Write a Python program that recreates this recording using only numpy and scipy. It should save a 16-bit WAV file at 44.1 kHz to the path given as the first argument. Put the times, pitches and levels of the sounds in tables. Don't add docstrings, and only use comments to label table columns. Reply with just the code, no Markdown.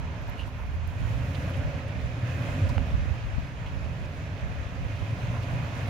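import sys
import numpy as np
from scipy import signal
from scipy.fft import rfft, irfft, next_fast_len
from scipy.io import wavfile
from scipy.ndimage import uniform_filter1d, map_coordinates

SR = 44100
rng = np.random.default_rng(int(sys.argv[2]) if len(sys.argv) > 2 else 0)


def amplitude_ratio(level_db):
    exponent = np.asarray(level_db, float) / 20
    return 10 ** exponent


def transcribe(u):
    v = np.clip(np.atleast_2d(u).T, -1, 1)
    q = np.round(v * 32767).astype(np.int16)
    wavfile.write(sys.argv[1], SR, q)


N = 259749

# (time [s], boom order [Hz], exhaust boom level [dB])
CRANK = [(0, 107, -39), (.33, 101, -42.5), (.7, 73, -47), (.87, 84, -43), (1.02, 103, -43), (1.3, 130, -37),
         (1.5, 136, -36), (2.1, 115, -39.5), (2.45, 131, -34.5), (2.8, 134, -35.5), (3.05, 117, -42),
         (3.3, 114, -53), (3.45, 118, -41.5), (3.75, 122, -40.5), (4.25, 135, -40.5), (4.75, 100, -42),
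         (5.32, 118, -35.5), (5.5, 121, -38), (5.89, 122, -38)]
# (time [s], flow level [dB])
AIR_FLOW = [(0, -49), (.39, -47), (.55, -50), (.8, -50), (1.08, -46.5), (1.44, -44), (1.84, -46.5),
            (2.15, -46.5), (2.46, -43), (2.6, -43), (2.92, -46), (3.5, -48), (4.28, -47.5), (4.69, -47),
            (5.12, -45.5), (5.89, -43.5)]
USUAL_LOAD_DB, USUAL_FLOW_DB = -39, -47

# (frequency [Hz], level per Hz [dB])
PIPE = [(35, -40), (55, -17.5), (78, 0.5), (105, 1.5), (130, -5), (150, -3), (178, -7), (205, -17.5),
        (260, -24.5), (420, -65)]
# (frequency [Hz], width [Hz], level [dB])
UNDERBODY = [(257.7, 91, 6), (325, 160, -17)]
GROWL_DB, GROWL_PER_LOAD, GROWL_PER_FLOW = -47, 0.46, 0.55
# (middle time [s], peak level [dB], length [s])
PULLS = [(.1, -34, 0.053), (.82, -39.5, 0.11), (1.03, -35, 0.17), (1.2, -31, 0.18), (1.5, -41.5, 0.13),
         (2.05, -37.5, 0.15), (2.28, -32.5, 0.17), (2.8, -43, 0.18), (3.1, -36.5, 0.23), (3.33, -47, 0.16),
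         (3.5, -48, 0.11), (3.66, -49, 0.067), (4.3, -47, 0.16), (4.9, -40, 0.24), (5.2, -34.5, 0.3),
         (5.6, -32, 0.13), (5.89, -38, 0.25)]
HUM_DB = -49.5
# (middle time [s], peak level [dB], length [s], frequency [Hz])
LUGS = [
    (0.046, -35.5, 0.11, 79.8),
    (1.285, -32, 0.074, 87.2),
    (1.497, -32.5, 0.12, 91.4),
    (2.353, -28, 0.06, 88.32),
    (2.485, -34, 0.12, 92.1),
    (2.653, -18.5, 0.031, 97.5),
    (4.203, -37.5, 0.16, 103.9),
    (4.422, -40, 0.12, 94.9),
    (5.51, -34, 0.081, 94.8),
    (5.89, -29, 0.062, 100.1),
]
# (middle time [s], peak level [dB], length [s])
WHINE = [
    (2.42, -46, 0.061),
    (2.65, -45, 0.19),
]
# (time [s], peak level [dB], ring [Hz], depth of the gap before [dB])
SURGES = [(0.42, -26, 78.1, 3), (0.504, -24, 129, 1), (0.644, -21, 78.1, 10), (0.747, -22, 75.4, 3),
          (1.009, -22, 94.2, 6), (1.276, -17, 102, 3.5), (1.573, -25, 113, 1.5), (1.744, -22, 90, 2),
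          (1.923, -17, 107, 1), (2.032, -20, 79, 6.5), (2.334, -20, 91.5, 4), (2.759, -23, 88.8, 2),
          (3.007, -23, 83.4, 4), (3.345, -25, 67.3, 6), (3.556, -27, 80.7, 4), (3.653, -20, 72.7, 6),
          (3.803, -23, 94.2, 5), (4.011, -25, 83.4, 3), (4.103, -29, 91.5, 4), (4.182, -18, 99.6, 5),
          (4.584, -34, 75.4, 1), (4.645, -23, 93, 4), (4.731, -28, 102, 0), (4.829, -16, 72.7, -2),
          (5.076, -29, 103, 3), (5.171, -11.5, 111, 2), (5.28, -14.5, 109, 7.5), (5.431, -31, 102, 2),
          (5.519, -27, 88.8, 2), (5.673, -19, 110, 2)]
SURGE_DB, SURGE_T60_S, GAP_S = -5, 0.086, 0.015
CHUG = .35

# (frequency [Hz], width [Hz], level [dB])
INTAKE = [(572, 180, 0), (760, 600, -3.5), (421, 190, 2)]
# (frequency [Hz], width [Hz], level [dB])
AIRBOX = [(536, 85, -0.5), (600, 80, -1), (720, 110, -10)]
# (middle time [s], change of level [dB], length [s])
TRACT = [
    (0.856, -9, 0.06),
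    (1.67, 2, 0.4),
    (2.547, 1.5, 0.12),
    (2.76, 1.5, 0.14),
    (3.5, -2, 0.24),
    (5.502, 0, 0.37),
]
ROAR_DB, ROAR_PER_LOAD, ROAR_PER_FLOW = -48, 0.14, 0.27
# (frequency [Hz], level per Hz [dB])
FAN = [(410, -5.5), (700, 0.5), (825, -4.5), (983, -4.5), (1270, -2), (1380, -3), (1660, -3.5),
       (2330, -5.5), (2540, -5.5), (2930, -9.5), (4610, -18.5), (6540, -23), (8200, -36.5), (10700, -49),
       (18000, -120)]
# (frequency [Hz], width [Hz], level [dB])
SHROUD = [(1020, 370, 3), (1635, 470, 3), (2485, 220, 5)]
# (frequency [Hz], level per Hz [dB])
FIZZ = [(4120, -43), (7000, -4.5), (8040, -14), (9060, -5.5), (10100, -10), (11200, -9.5), (12100, -13),
        (12700, -15), (13300, -11), (14000, -9.5), (15700, -12)]
FIZZ_DB, FIZZ_PER_FLOW = -68.5, 1.46
FIZZ_PER_REV, FIZZ_LAG_S = 0.04, 0.1

# (frequency [Hz], level per Hz [dB])
BUFFET = [(12, -48), (20, -13), (52, 4), (75, 4), (97, -0.5), (163, -15.5), (189, -15.5), (300, -33.5),
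          (390, -53), (660, -120)]
# (middle time [s], peak level [dB], length [s], left minus right [dB])
GUSTS = [(0.013, -42.5, 0.06, -21), (0.284, -39.5, 0.11, -8), (0.437, -37, 0.034, -14),
         (0.71, -36, 0.18, -2), (0.604, -51, 0.092, -5), (0.847, -39.5, 0.11, -12),
         (1.04, -37.5, 0.042, -25), (1.166, -40.5, 0.07, -22), (1.592, -41, 0.029, -17),
         (1.663, -28.5, 0.027, -2.5), (2.035, -38.5, 0.072, -16.5), (2.504, -42, 0.04, -13),
         (2.55, -41, 0.014, 20), (2.678, -34.5, 0.055, -15.5), (2.809, -34.5, 0.027, -22),
         (2.962, -28, 0.078, -6.5), (3.04, -34, 0.035, -9), (3.105, -33, 0.054, -14),
         (3.262, -34, 0.044, 8), (3.375, -32.5, 0.049, 12.5), (3.704, -44.5, 0.17, 11),
         (3.82, -36.5, 0.11, -10), (4.026, -38, 0.048, -5), (4.449, -38, 0.024, -23),
         (4.584, -39.5, 0.11, 13), (4.833, -36.5, 0.068, -11), (5.023, -41, 0.019, -24),
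         (5.298, -43, 0.091, -12), (5.541, -38.5, 0.03, -19), (5.596, -46, .025, 8.5)]
BREEZE_DB, BREEZE_PAN_DB = -47, -10.5
# (time [s], left size [full scale], right size [full scale], width [s])
THUMPS = [
    (1.749, 0, -.09, .0018),
    (1.762, -.06, -.07, .0018),
    (2.7695, 0, -.13, .002),
    (2.775, 0, .2, .0016),
    (2.805, .04, .17, .003),
    (3.343, -.1, 0, .002),
    (3.384, .16, 0, .0012),
    (3.389, -.08, 0, .002),
]

# (middle time [s], peak level [dB], frequency [Hz], length [s])
THUDS = [(1.55, -41, 180, 0.027), (1.97, -38, 184, .05), (2.09, -43.5, 247, 0.034),
         (2.975, -35, 166, 0.032), (3.9, -40, 165, 0.064), (5.62, -41, 149, .05), (1.76, -40, 180, .03),
         (5.19, -40, 185, .03), (5.3, -40, 175, .03), (.03, -38, 110, .05), (1.2, -44, 270, .04)]
# (middle time [s], peak level [dB], frequency [Hz], length [s])
PINGS = [
    (2.699, -38, 975, .009),
    (.3955, -35, 2800, .0018),
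    (.4003, -39, 2950, .0014),
    (.4165, -37.5, 2800, .0018),
    (.4345, -40, 2900, .0018),
    (.384, -42, 2900, .0018),
    (.4105, -42, 3000, .0016),
]
# (middle time [s], peak level [dB], length [s])
CRUSH = [
    (.15, -51.5, 0.67),
    (1.2, -60, 0.43),
    (3.7, -58, 0.59),
    (5.55, -51.5, 0.4),
]
BARE_ROCK_DB = -60.5
# (frequency [Hz], width [Hz], level [dB])
GRIT = [(941, 190, -4.5), (1403, 180, -9)]
# (time [s], peak level [dB], pitch [Hz], left minus right [dB])
TICKS = [(.2208, -52, 13500, -10), (.2792, -48, 14500, -9), (.2977, -39.5, 14000, -10),
         (.2979, -54, 6000, -8), (.2982, -47, 2300, -6), (.8762, -46, 10000, 2), (.8765, -44, 13500, 2),
         (.9003, -51, 14000, 2), (1.4361, -53, 8500, -4), (2.9637, -54, 7300, -6), (3.5244, -59, 8900, -4),
         (4.0045, -54, 7300, -10), (4.412, -55, 9000, -4), (4.5862, -55, 7100, -6), (4.9353, -56, 7100, -3),
         (5.1062, -55, 7500, -4), (5.265, -55, 8000, -4), (5.4295, -51, 12000, -6), (5.5611, -51, 9500, -6),
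         (5.757, -55, 13000, -4)]
# (time [s], peak level [dB], left minus right [dB], width [s])
CRACK = [
    (2.78058, -21, -4, .00015),
    (2.78197, -24, -2, .00024),
]
# (frequency [Hz], level [dB], decay by 60 dB [s])
STONE = [(220, -9, .04), (600, -12, .012), (830, -13, .007), (2100, -22, .004), (2750, -6.5, .004),
         (8800, -29, .004)]
# (middle time
# [s], level [dB], pitch [Hz], width [Hz], length [s])
SCUFFS = [(.397, -50, 2800, 750, 0.015), (.394, -55, 3800, 1500, 0.015), (.412, -52, 2900, 890, 0.025),
          (0.39, -69, 9500, 7000, 0.05), (0.46, -67, 6400, 4500, 0.027), (1.35, -46.5, 3000, 1600, 0.016),
          (1.345, -49, 1700, 1300, 0.015), (1.377, -49, 1500, 700, .012), (1.5, -64, 10500, 3000, .01),
          (1.483, -69, 10500, 4500, .022), (1.541, -48, 2700, 700, 0.018), (1.574, -65, 10000, 4500, .012),
          (1.489, -52, 1600, 430, 0.025), (1.617, -48, 1530, 500, 0.03), (2.402, -58, 2530, 280, .25),
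          (2.248, -51.5, 1730, 240, 0.16), (2.684, -58, 1990, 1400, .004), (2.694, -49, 4200, 3500, 0.014),
          (2.692, -69, 13000, 5000, .01), (3.667, -49.5, 2600, 1400, 0.019), (4.052, -61, 5000, 3000, .013),
          (5.428, -52.5, 3400, 2700, 0.02), (5.88, -67, 9800, 8800, .015), (.6, -74, 12000, 9000, .2),
          (.745, -73, 11000, 8000, .03), (.47, -74, 12000, 9000, .06), (1.4, -58, 2520, 220, .3),
          (.394, -52, 2550, 500, .008), (1.88, -68, 8000, 6000, .012)]
SCUFF_PAN_DB = -8
RISE_SHARE = .3

# (frequency [Hz], left-right correlation [-1 to 1])
ALIKE = [(60, 1), (110, 1), (200, 1), (380, 0.8), (700, 0.88), (1290, -0.076), (2380, 0.35), (4400, 0.24),
         (8120, -0.066), (15000, -0.19)]
# (frequency [Hz], left minus right [dB])
LEAN = [(60, 1.5), (250, -3), (480, 1.5), (800, -3.5), (1150, 0), (1400, -6), (1700, -1), (2100, -7.5),
        (2800, -6.5), (4200, 0.5), (6200, -8.5), (7600, -8), (9800, -0.5), (15000, -5.5)]
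SILENT_DB, TOP_HZ = -75, 15765


def unit(x):
    return x / np.sqrt(np.mean(x ** 2) + 1e-20)


def along(points, hz):
    f, value = np.transpose(points)
    return np.interp(np.log(hz + 1), np.log(f + 1), value)


def curves(rows):
    s, *columns = np.transpose(rows)
    return [np.interp(np.arange(N) / SR, s, column) for column in columns]


def wobble(rate):
    knots = rng.standard_normal(int(N * rate / SR) + 4)
    return map_coordinates(knots, [np.arange(N) * rate / SR])


def swells(rows, rest_db):
    t = np.arange(0, N + 64, 64) / SR
    bells = sum(amplitude_ratio(2 * db) * np.exp(-2 * ((t - s) / length) ** 2) for s, db, length in rows)
    power = amplitude_ratio(2 * rest_db) + bells
    return np.interp(np.arange(N) / SR, t, 10 * np.log10(power))


def filtered(x, response):
    m = next_fast_len(N + SR // 2)
    return irfft(rfft(x, m) * response(np.fft.rfftfreq(m, 1 / SR)), m)[..., :N]


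def modes(table):
    return lambda f: sum((-1) ** k * amplitude_ratio(db) * 1j * f * width / (centre * centre - f * f + 1j * f * width)
                         for k, (centre, width, db) in enumerate(table))


def shape(spectrum):
    return lambda hz: amplitude_ratio(along(spectrum, hz))


def patchy(patchy_db):
    z = signal.stft(rng.standard_normal((2, N + 512)), nperseg=512)[2]
    field = uniform_filter1d(rng.standard_normal(z.shape[1:]), 8, 0)
    field = uniform_filter1d(field, 10, 1)
    return unit(signal.istft(z * amplitude_ratio(patchy_db * unit(field)), nperseg=512)[1][:, :N])


def even(x, span):
    power = np.mean(np.atleast_2d(x) ** 2, axis=0)
    return x / np.sqrt(np.abs(uniform_filter1d(power, round(span * SR))) + 1e-9)


def spread(pair, response):
    def mid_side(hz):
        turn = np.arccos(np.clip(along(ALIKE, hz), -1, 1)) / 2
        return response(hz) * [np.cos(turn), np.sin(turn)]
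    mid, side = filtered(pair, mid_side)
    return unit(np.array([mid + side, mid - side]))


def sides(pan_db):
    return amplitude_ratio(np.array([pan_db / 2, -pan_db / 2]))


def tone(hz, db):
    hz, db = uniform_filter1d(np.array([hz, db]), SR // 12, axis=1)
    level = np.sqrt(2) * amplitude_ratio(db + 1.8 * wobble(28))
    cycles = np.cumsum(hz * (1 + .01 * wobble(25))) / SR
    return level * np.sin(2 * np.pi * cycles)


def opening():
    t = np.arange(N) / SR
    return sum(db * np.exp(-((t - s) / length) ** 2) for s, db, length in TRACT)


def exhaust():
    boom_hz, boom_db = curves(CRANK)
    growl_db = GROWL_DB + GROWL_PER_LOAD * (boom_db - USUAL_LOAD_DB)
    growl_db = growl_db + GROWL_PER_FLOW * (curves(AIR_FLOW)[0] - USUAL_FLOW_DB) + opening()

    turns = np.cumsum(boom_hz / 2 * (1 + .13 * wobble(40))) / SR
    fired = np.diff(np.floor(turns), prepend=0) > 0
    firings = unit(fired * amplitude_ratio(2.5 * rng.standard_normal(N)))
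    gas = (1 + 0.15 * np.cos(2 * np.pi * turns)) * patchy(patchy_db=-3.0)
    boom = spread(gas + [[.85], [0]] * firings, shape(PIPE))
    growl = spread(gas[:, ::-1] + [[.6], [0]] * firings, lambda f: modes(UNDERBODY)(f) ** 2)
    sound = amplitude_ratio(boom_db + 3.5) * even(boom, span=0.18) + amplitude_ratio(growl_db - 1.5) * even(growl, span=0.18)

    chug = 1 + CHUG * np.cos(np.pi * turns)
    pull = chug * tone(boom_hz, swells(PULLS, HUM_DB))
    lug_hz, = curves([(s, hz) for s, _, _, hz in LUGS])
    lug = tone(lug_hz, swells([row[:3] for row in LUGS], SILENT_DB))
    whine = tone(2 * boom_hz, swells(WHINE, SILENT_DB))
    gaps, rings = surges()
    return gaps * (sound + pull + lug + whine) + rings


def bay():
    t = np.arange(N) / SR
    crank_hz, boom_db = curves(CRANK)
    rush_db, = curves(AIR_FLOW)
    more_db = rush_db - USUAL_FLOW_DB
    flutter = .35 * wobble(8) + .5 * wobble(20)

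    load_db = uniform_filter1d(boom_db, SR // 4) - USUAL_LOAD_DB
    roar_db = ROAR_DB + ROAR_PER_LOAD * load_db + ROAR_PER_FLOW * more_db + opening()
    roar = spread(patchy(patchy_db=-0.5), lambda f: modes(INTAKE)(f) ** 2)
    box = spread(rng.standard_normal((2, N)), lambda f: modes(AIRBOX)(f) ** 2)
    sound = amplitude_ratio(roar_db - 3.5 + 0.35 * flutter) * roar
    sound += amplitude_ratio(-49.0 + 3.15 * (roar_db + 46.5)) * even(box, span=0.11)

    rush = spread(patchy(patchy_db=0.77), lambda f: shape(FAN)(f) + amplitude_ratio(-24.0) * modes(SHROUD)(f) ** 2)
    sound += amplitude_ratio(rush_db + 2.5 + flutter) * rush

    revving = np.clip(np.gradient(uniform_filter1d(crank_hz, SR // 5)) * SR, 0, None)
    fizz_db = FIZZ_DB + FIZZ_PER_FLOW * more_db + FIZZ_PER_REV * np.interp(t - FIZZ_LAG_S, t, revving)
    fizz_db = fizz_db + 1.2 * flutter + .5 * wobble(18)
    return sound + amplitude_ratio(fizz_db) * spread(patchy(patchy_db=2.0), shape(FIZZ))


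def wind():
    ports_db = []
    for side in (1, -1):
        gusts = [(s, db + side * pan_db / 2, length) for s, db, length, pan_db in GUSTS]
        ports_db.append(swells(gusts, BREEZE_DB + side * BREEZE_PAN_DB / 2))
    lumps = amplitude_ratio(1.25 * np.array([wobble(25), wobble(24)]))
    eddies = filtered(lumps * rng.standard_normal((2, N)), shape(BUFFET))
    sound = amplitude_ratio(np.array(ports_db) + 4) * [even(port, span=0.081) for port in eddies]
    for s, left, right, width in THUMPS:
        near = slice(round(s * SR) - 1000, round(s * SR) + 1000)
        u = np.arange(-1000, 1000) / SR / width
        bump = (1 - u ** 2 / 2) * np.exp(-u ** 2 / 4)
        sound[:, near] += np.outer([left, right], bump)
    return sound


def tyres():
    t = np.arange(N) / SR
    notes = sum(amplitude_ratio(db) * np.exp(-((t - s) / length) ** 2) * np.sin(2 * np.pi * hz * (t - s))
                for s, db, hz, length in PINGS + THUDS)
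    return grit() + scuffs() + notes


def grit():
    sound, t = np.zeros((2, N + SR)), np.arange(1000) / SR
    for s, db, hz, pan_db in TICKS:
        tick = np.sin(2 * np.pi * hz * t) + .22 * np.diff(rng.standard_normal((2, len(t) + 2)), 2)
        envelope = amplitude_ratio(db + 4 - 60 * t / .0022) * (1 - np.exp(-t / .00006))
        sound[:, round(s * SR):][:, :len(t)] += envelope * tick * sides(pan_db)[:, None]
    for s, db, pan_db, width in CRACK:
        ring = sum(amplitude_ratio(level - 60 * t / t60) * np.sin(2 * np.pi * hz * t) for hz, level, t60 in STONE)
        ring = ring * (1 - np.exp(-t / .0001))
        sound[:, round(s * SR):][:, :len(t)] -= amplitude_ratio(db) * ring * sides(pan_db)[:, None]
        u = (t - t[100]) / width
        snap = u * np.exp(-u ** 2 / 2)
        sound[:, round(s * SR) - 100:][:, :len(t)] -= amplitude_ratio(db + 1) * snap * sides(pan_db)[:, None]
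    struck = rng.random((2, N)) < 700 / SR
    grains = struck * rng.standard_normal((2, N)) * amplitude_ratio(2.5 * wobble(25))
    crunch = spread(grains, lambda f: modes(GRIT)(f) ** 2)
    return sound[:, :N] + amplitude_ratio(swells(CRUSH, BARE_ROCK_DB)) * crunch


def scuffs():
    sound, size = np.zeros((2, N + SR)), 16384
    t, f = (np.arange(size) - size / 2) / SR, np.fft.rfftfreq(size, 1 / SR)
    grip = amplitude_ratio(2.2 * wobble(220))
    for s, db, hz, width_hz, length in SCUFFS:
        noise = rng.standard_normal(size) + .5 * rng.standard_normal((2, size))
        rub = even(irfft(rfft(noise) * modes([(hz, width_hz, 0)])(f) ** 2), span=0.0078)
        envelope = amplitude_ratio(db) * np.exp(-(t / length / np.where(t < 0, RISE_SHARE, 1)) ** 2)
        sound[:, round(s * SR) - size // 2:][:, :size] += envelope * rub * sides(SCUFF_PAN_DB)[:, None]
    return grip * sound[:, :N]


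def surges():
    gap_db, rings, t = np.zeros(N + SR), np.zeros(N + SR), np.arange(SR // 5) / SR
    for s, db, hz, depth_db in SURGES:
        dip = np.exp(-((t - 1 / 10 + GAP_S / 2) / GAP_S) ** 2)
        gap_db[round(s * SR) - SR // 10:][:len(t)] -= np.clip(depth_db, 0, 20) * dip
        envelope = amplitude_ratio(db + SURGE_DB - 60 * t / SURGE_T60_S) * (1 - np.exp(-t / .004))
        rings[round(s * SR):][:len(t)] += envelope * np.sin(2 * np.pi * hz * t)
    return amplitude_ratio(gap_db[:N]), rings[:N]


def scene():
    truck = filtered(exhaust() + bay(), lambda hz: sides(along(LEAN, hz)))
    return truck + wind() + tyres()


def top_cut(x):
    return signal.sosfilt(signal.butter(12, 15880, fs=SR, output="sos"), x)


def record(dry):
    mix = filtered(dry, lambda hz: (hz < TOP_HZ) * 1j * hz / (25 + 1j * hz))
    return top_cut(mix)


dry = scene()
out = record(dry)
transcribe(out)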